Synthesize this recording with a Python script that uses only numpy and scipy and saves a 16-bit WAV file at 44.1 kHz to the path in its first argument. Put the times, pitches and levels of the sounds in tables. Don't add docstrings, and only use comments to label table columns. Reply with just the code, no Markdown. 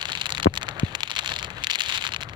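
import sys
import numpy as np
from scipy import signal
from scipy.fft import rfft, irfft
from scipy.io import wavfile

SR = 44100
rng = np.random.default_rng(int(sys.argv[2]) if len(sys.argv) > 2 else 0)


def to_wav(sig):
    pcm = np.clip(np.atleast_2d(sig), -1, 1) * 32767
    pcm = np.round(pcm).astype(np.int16)
    wavfile.write(sys.argv[1], SR, pcm.T)


N = 103635
RIGHT_LEAD_S = .00022


def undb(db):
    return 10 ** (np.asarray(db) / 20)


def curve(table, column=1):
    rows = np.array(table)
    return np.interp(np.arange(N) / SR, rows[:, 0], rows[:, column])


def response(spectrum, size):
    hz, db = np.array(spectrum).T
    f = np.maximum(np.fft.rfftfreq(size, 1 / SR), 1)
    return undb(np.interp(np.log(f), np.log(hz), db))


def filtered(x, spectrum):
    return irfft(rfft(x) * response(spectrum, N), N)


def noise(spectrum, envelope=1):
    y = filtered(envelope * rng.standard_normal(N), spectrum)
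    return y / y.std()


def flicker(rate_hz):
    y = np.interp(np.arange(N) / SR * rate_hz, np.arange(N), rng.standard_normal(N))
    return y / y.std()


def unit(x):
    return x / np.sqrt(np.sum(np.abs(x) ** 2))


def add(track, at_s, sound):
    i = int(np.clip(round(at_s * SR), 0, N - 1))
    track[i:i + len(sound)] += sound[:N - i]


# t/s, relative grinding level/dB, relative grit level/dB
ROLLING_LEVELS = [(0, -40.5, -39.5), (.2, -40, -42.5), (.44, -42.5, -57), (.5, -65, -51.5),
                  (.54, -44.5, -60), (.62, -39, -51), (.79, -39.5, -43.5), (.86, -39.5, -39),
                  (.97, -37.5, -43.5), (1.06, -49, -41), (1.28, -37.5, -47), (1.52, -39.5, -46),
                  (1.61, -36.5, -37.5), (1.66, -49, -43), (1.8, -38.5, -36.5), (1.95, -48.5, -33.5),
                  (1.995, -51, -35.5), (2.05, -37.5, -38), (2.18, -43.5, -50.5), (2.35, -44, -53)]
# f/Hz, level/dB
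GRIND_SPECTRUM = [(150, -11.5), (350, -6), (650, -1), (900, -2), (1100, -1), (1350, 0.5), (1900, -0.5),
                  (2600, -19.5), (6000, -45.5)]
GRIT_SPECTRUM = [(900, -8), (1800, 0.5), (2500, 6.5), (3200, 3), (4200, 0), (5000, -16), (6200, -14),
                 (7300, -13.5), (9000, -25), (15500, -30)]
# f/Hz, gain/dB
ROLLING_SHADOW = [(200, -7.5), (750, -6), (1300, -20.5), (2400, -20), (4400, -9), (15000, -16)]
def rolling(coherence=.7):
    grind_gain = undb(curve(ROLLING_LEVELS) - 0.5 + 3 * flicker(rate_hz=60))
    grit_gain = undb(curve(ROLLING_LEVELS, column=2) + 3)
    grains = undb(4 * flicker(rate_hz=640))
    left, independent = (grind_gain * noise(GRIND_SPECTRUM) + grit_gain * noise(GRIT_SPECTRUM, grains)
                         for _ in range(2))
    advanced = np.roll(left, -int(RIGHT_LEAD_S * SR))
    right = coherence * advanced + np.sqrt(1 - coherence ** 2) * independent
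    return np.array([left, filtered(right, ROLLING_SHADOW)])


# f/Hz, level/dB
RUMBLE_SPECTRUM = [(35, -14), (65, 1), (110, 0), (155, -1), (210, -11.5), (350, -15.5), (800, -18),
                   (3000, -56)]
# t/s, level/dB
RUMBLE_ENVELOPE = [(0, -48.5), (.12, -40), (.3, -42), (.42, -39), (.6, -41), (.75, -38), (1.0, -43.5),
                   (1.13, -50), (1.3, -41.5), (1.61, -40), (1.65, -47.5), (1.82, -51.5), (2.0, -43.5),
                   (2.3, -39.5)]
def rumble(right_db=-6.5):
    return undb([[0], [right_db]]) * undb(curve(RUMBLE_ENVELOPE)) * noise(RUMBLE_SPECTRUM)


# t/s, rate/(1/s)
CONTACT_RATE = [(0, 130), (.17, 230), (.23, 200), (.3, 74), (.42, 98), (.45, 1), (.58, 0.56), (.75, 9.5),
                (1.04, 13), (1.1, 111), (1.3, 293), (1.42, 167), (1.52, 11.7), (1.69, 13.2), (1.73, 296),
                (1.775, 43), (1.85, 280), (1.96, 657), (1.995, 10), (2.03, 340), (2.08, 240), (2.11, 19)]
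def jostling(count=400, centre_hz=3230, chatter_db=-1.5):
    rate = curve(CONTACT_RATE)
    expected_count = np.cumsum(rate) / SR
    onsets = np.searchsorted(expected_count, np.arange(count) + rng.uniform(-1, 1, count))
    contacts = []
    for i, (strength, pitch, treble) in zip(onsets, rng.standard_normal((count, 3))):
        if i < N:
            db = -29 + 1.5 * strength + 3 * np.log2(rate[i] / 200)
            contacts.append((i / SR, db, centre_hz * 2 ** (0.092 * pitch), -15 + 2 * treble, chatter_db))
    return collisions(contacts)


def minimum_phase(gain, size):
    cepstrum = irfft(np.log(gain))
    cepstrum[1:size // 2] *= 2
    cepstrum[size // 2 + 1:] = 0
    return np.exp(rfft(cepstrum))


# f/Hz, relative gain/dB
SCATTER_SPECTRUM = [(500, 3.5), (1200, 0.5), (2500, -1.5), (4500, 3), (7000, 3.5), (14000, 7.5)]
def echoes(pulse_spectrum, decay_s, size):
    t = np.arange(size) / SR
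    reflections = rng.standard_normal(size) * np.sqrt(t) * np.exp(-t / decay_s)
    return unit(irfft(pulse_spectrum * response(SCATTER_SPECTRUM, size) * rfft(reflections)))


# f/Hz, level/dB
BODY_SPECTRUM = [(100, -24), (550, -14), (900, 3.5), (1300, 1.5), (2100, 0.5), (2600, 1.5), (3300, -2),
                 (4300, -1), (5000, -12), (5800, -10), (6600, -73), (12000, -35)]
SNAP_SPECTRUM = [(1000, -31), (4500, -3), (5600, -2), (6300, 0), (7100, 5), (8700, -12.5), (10000, -13.5),
                 (11500, -10.5), (13000, -21), (15200, -19.5), (17000, -10)]
def click(hz, cutoff_hz, treble_db, chatter_db, scatter_s=0.00072, bank_s=0.0025, size=1024):
    f = np.fft.rfftfreq(size, 1 / SR) + 1
    half_width_oct = 0.26 * 2 ** rng.uniform(-.7, .7)
    resonance = undb(-18) + 1 / np.hypot(1, np.log2(f / hz) / half_width_oct)
    body = response(BODY_SPECTRUM, size) * resonance / np.hypot(1, (cutoff_hz / f) ** 2)
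    snap = undb(treble_db - 1) * unit(response(SNAP_SPECTRUM, size))
    pulse = minimum_phase(np.hypot(unit(body), snap), size)
    left = unit(unit(irfft(pulse)) + undb(chatter_db - 2) * echoes(pulse, scatter_s, size))
    right = left + undb(-2) * echoes(pulse, scatter_s, size)
    sides = [unit(side + undb(-10.5) * echoes(pulse, bank_s, size)) for side in (left, right)]
    return np.array(sides) * np.sqrt(SR / 1000)


# t/s, level over 1 ms/dB, resonance f/Hz, relative treble/dB, relative chatter/dB
IMPACTS = [(0.0143, -15.5, 3930, -12, -5), (0.0279, -15.5, 3080, -14, -21), (0.0552, -14, 2960, -12, -13),
           (0.0877, -20.5, 3580, -14, 2), (0.0933, -17.5, 1520, -18, -4), (0.1001, -20, 2950, -14, -4),
           (0.1196, -14.5, 4040, -14, -2), (0.1212, -20, 3200, -8, 13), (0.1312, -16.5, 2800, -24, 1),
           (0.1522, -14, 2680, -16, -1), (0.1747, -17.5, 3380, -14, -25), (0.2125, -15.5, 3800, -11.5, 2),
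           (0.2144, -13.5, 3270, -10, -1), (0.2168, -15.5, 3300, -31, 7), (0.2575, -12.5, 3160, -10, 1),
           (0.2654, -13.5, 2520, -8, -2), (0.2929, -16.5, 1860, -14, 4), (0.304, -17, 3400, -4, 3),
           (0.3071, -30, 3080, 10, -14), (0.3227, -11.5, 4430, -8, -10), (0.3493, -15, 3540, -14, 4),
           (0.366, -31, 3160, -3, 5), (0.3728, -17.5, 2130, -23, 9), (0.3803, -15, 2340, -11, -6),
           (0.3988, -16.5, 1629, -13, 14), (0.401, -16.5, 3350, -20, -14), (0.4282, -16.5, 2720, -7, -8),
           (0.4305, -13, 3500, -16, 10), (0.4454, -13.5, 3580, -12, -2), (0.539, -20, 2020, -13, 9),
           (0.5534, -22.5, 3680, -5, 17), (0.5626, -21.5, 3300, -8, -11), (0.5742, -13.5, 2520, -19, 0),
           (0.5763, -12, 3500, -7, -4), (0.614, -23, 2070, -10, -14), (0.6209, -19, 1490, -29, 16),
           (0.6302, -16.5, 2230, -11.5, -1), (0.6679, -27.5, 2300, -17, -6), (0.6825, -19.5, 1350, -38, -7),
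           (0.6885, -13.5, 2290, -13.5, -40), (0.7112, -27, 3280, -22, 1), (0.7975, -15, 2260, -9.5, -12),
           (0.9502, -14, 2710, -16, -17), (0.9527, -13, 2577, -6.5, -14), (1.0061, -16.5, 3390, -15.5, -3),
           (1.033, -8.5, 2940, -14.5, -4), (1.0755, -21, 2525, -17, 11), (1.0986, -21, 3273, -35, 6),
           (1.1048, -18, 2980, -15, 13), (1.1148, -14, 3460, -12, -21), (1.1535, -23, 3164, -6, -4),
           (1.1634, -13.5, 2938, -11, -32), (1.1668, -16, 2720, -17, -1), (1.1713, -16, 3222, -23, -15),
           (1.1765, -42, 2900, -6, -9), (1.1819, -17.5, 3095, -23, -24), (1.1895, -13, 4100, -6, -31),
           (1.1913, -10.5, 2870, -14, -4), (1.1942, -15.5, 2550, -17, -27), (1.2472, -20, 1820, -10, -18),
           (1.2604, -14, 2830, -9, -17), (1.2763, -14.5, 2880, -18, 18), (1.2921, -15, 3420, -24, -2),
           (1.3005, -20, 2870, -12, 0), (1.3111, -26, 3840, -13, -10), (1.3189, -13, 2510, -17.5, -1),
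           (1.3388, -19, 3708, -9, -17), (1.3632, -14, 3395, -14, -3), (1.3887, -18.5, 2635, -7.5, 7),
           (1.3964, -20, 3502, -21, -2), (1.4278, -16.5, 2630, -15, 7), (1.4458, -17, 2830, -12.5, 25),
           (1.5036, -22, 2547, -13, -6), (1.6385, -13, 2782, -8.5, -9), (1.6443, -11.5, 3180, -18, 7),
           (1.67, -10, 2400, -12.5, -10), (1.6996, -11, 2500, -24, 4), (1.7048, -16, 2800, -7, -13),
           (1.7069, -13.5, 2810, -24, 17), (1.712, -9.5, 3420, -14, -1), (1.7147, -16, 3100, -19, -6),
           (1.7293, -23, 3425, -10, -3), (1.7332, -14, 3430, -16, 4), (1.7403, -17, 3270, -14, 1),
           (1.7501, -14, 3340, -18, -16), (1.7561, -9.5, 2250, -12, -1), (1.7883, -16.5, 3000, -14, 5),
           (1.796, -16.5, 2864, -8.5, 0), (1.8054, -10.5, 2954, -12, 4), (1.8078, -13, 3800, -24, 18),
           (1.8094, -12.5, 2207, -21, -8), (1.8193, -13, 3370, -7, -8), (1.8366, -18, 2690, -6, -4),
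           (1.8612, -18.5, 3150, -12, -4), (1.877, -32, 2992, -7, 7), (1.8863, -18.5, 3480, -6, -3),
           (1.8935, -17, 2706, -14, -5), (1.8987, -15, 2794, -12, -11), (1.9042, -22.5, 3000, -10, -4),
           (1.9242, -12, 3442, -11, -21), (1.9426, -25, 3368, 0, 20), (1.9476, -16, 3300, -13, 15),
           (1.9519, -19, 2824, -13, -9), (1.9578, -16, 2906, -10, -8), (1.9661, -26, 3222, -20, -10),
           (1.9761, -14.5, 3570, -8, -11), (1.9799, -17, 2630, -12, -14), (2.0126, -19, 3100, -12, -11),
           (2.0238, -17, 2750, -13, -5), (2.04, -13.5, 2330, -17, -4), (2.0512, -16, 1280, -12, -6),
           (2.0544, -21, 3127, -12, -13), (2.067, -12, 2930, -18, -12), (2.0755, -17, 2903, -8, -12),
           (2.0895, -21, 1844, -21, 13), (2.1202, -18, 2623, -14, -9), (2.1237, -20.5, 3140, -17, 8),
           (2.1372, -15, 2740, -15, -9), (2.145, -15, 3200, -22, 10), (2.1631, -13.5, 2500, -15, -8),
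           (2.2069, -23, 2080, -15, -19), (2.2115, -22, 3137, -12, 6), (2.2186, -24, 3180, -11, 1),
           (2.2266, -19, 1930, -29, 1), (2.2326, -19, 2828, -11.5, -4), (2.2889, -27.5, 3060, -19, -6),
           (2.2965, -25.5, 2107, -20, -6), (2.335, -26, 1980, -18, -13)]
# t/s, f/Hz
LOW_CUTOFF = [(.7, 595), (1.6, 1100), (1.67, 1880), (1.82, 1860), (1.9, 800)]
# f/Hz, gain/dB
CLICK_SHADOW = [(800, -9), (1400, -12.5), (2300, -15.5), (3500, -9.5), (7000, -7.5), (15000, -8.5)]
def collisions(contacts):
    left, right = np.zeros((2, N))
    for at_s, db, hz, treble_db, chatter_db in contacts:
        cutoff_hz = np.interp(at_s, *np.array(LOW_CUTOFF).T)
        sides = undb(db) * click(hz, cutoff_hz, treble_db, chatter_db)
        add(left, at_s, sides[0])
        add(right, at_s - RIGHT_LEAD_S, sides[1])
    return np.array([left, filtered(right, CLICK_SHADOW)])


# t/s, level/dB, starting f/Hz, glide time/s, decay time/s, relative rattle/dB
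JOLTS = [(0.4584, -2, 743, 0.00214, 0.0037, -40), (0.4685, 5.5, 928, 0.0015, 0.0015, -12.5),
         (0.8327, -8, 315, 0.0028, 0.0092, -46)]
# f/Hz, level/dB
CASING_SPECTRUM = [(300, -10), (750, 5), (1300, -6), (1800, -15), (2400, -7), (3300, -32), (7000, -55)]
# f/Hz, gain/dB
BUMP_TRANSMISSION = [(300, -2.5), (550, -9), (1200, -6)]
def bumps(end_hz=86, attack_s=0.00032, ring_s=0.012, rattle_s=0.0037, length_s=0.044, lag_s=.00061):
    left, right = np.zeros((2, N))
    t = np.arange(int(length_s * SR)) / SR
    window = (1 - np.exp(-t / attack_s)) * np.cos(np.pi / 2 * t / length_s)
    for at_s, db, hz, glide_s, decay_s, rattle_db in JOLTS:
        cycles = end_hz * t + (hz - end_hz) * glide_s * (1 - np.exp(-t / glide_s))
        decay = np.exp(-t / decay_s) + undb(-14.5) * np.exp(-t / ring_s)
        boom = -decay * np.sin(2 * np.pi * cycles)
        rattle = undb(rattle_db) * np.exp(-t / rattle_s) * noise(CASING_SPECTRUM)[:len(t)]
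        jolt = undb(db) * window * (boom + rattle)
        add(left, at_s, jolt)
        add(right, at_s + lag_s, jolt)
    return np.array([left, filtered(right, BUMP_TRANSMISSION)])


def scene():
    return rolling() + rumble() + bumps() + collisions(IMPACTS) + jostling()


def record(dry, cutoff_hz=16000):
    lowpass = signal.ellip(8, .1, 60, cutoff_hz, fs=SR, output="sos")
    return signal.sosfiltfilt(lowpass, np.clip(dry, -1, 1))


dry = scene()
out = record(dry)
to_wav(out)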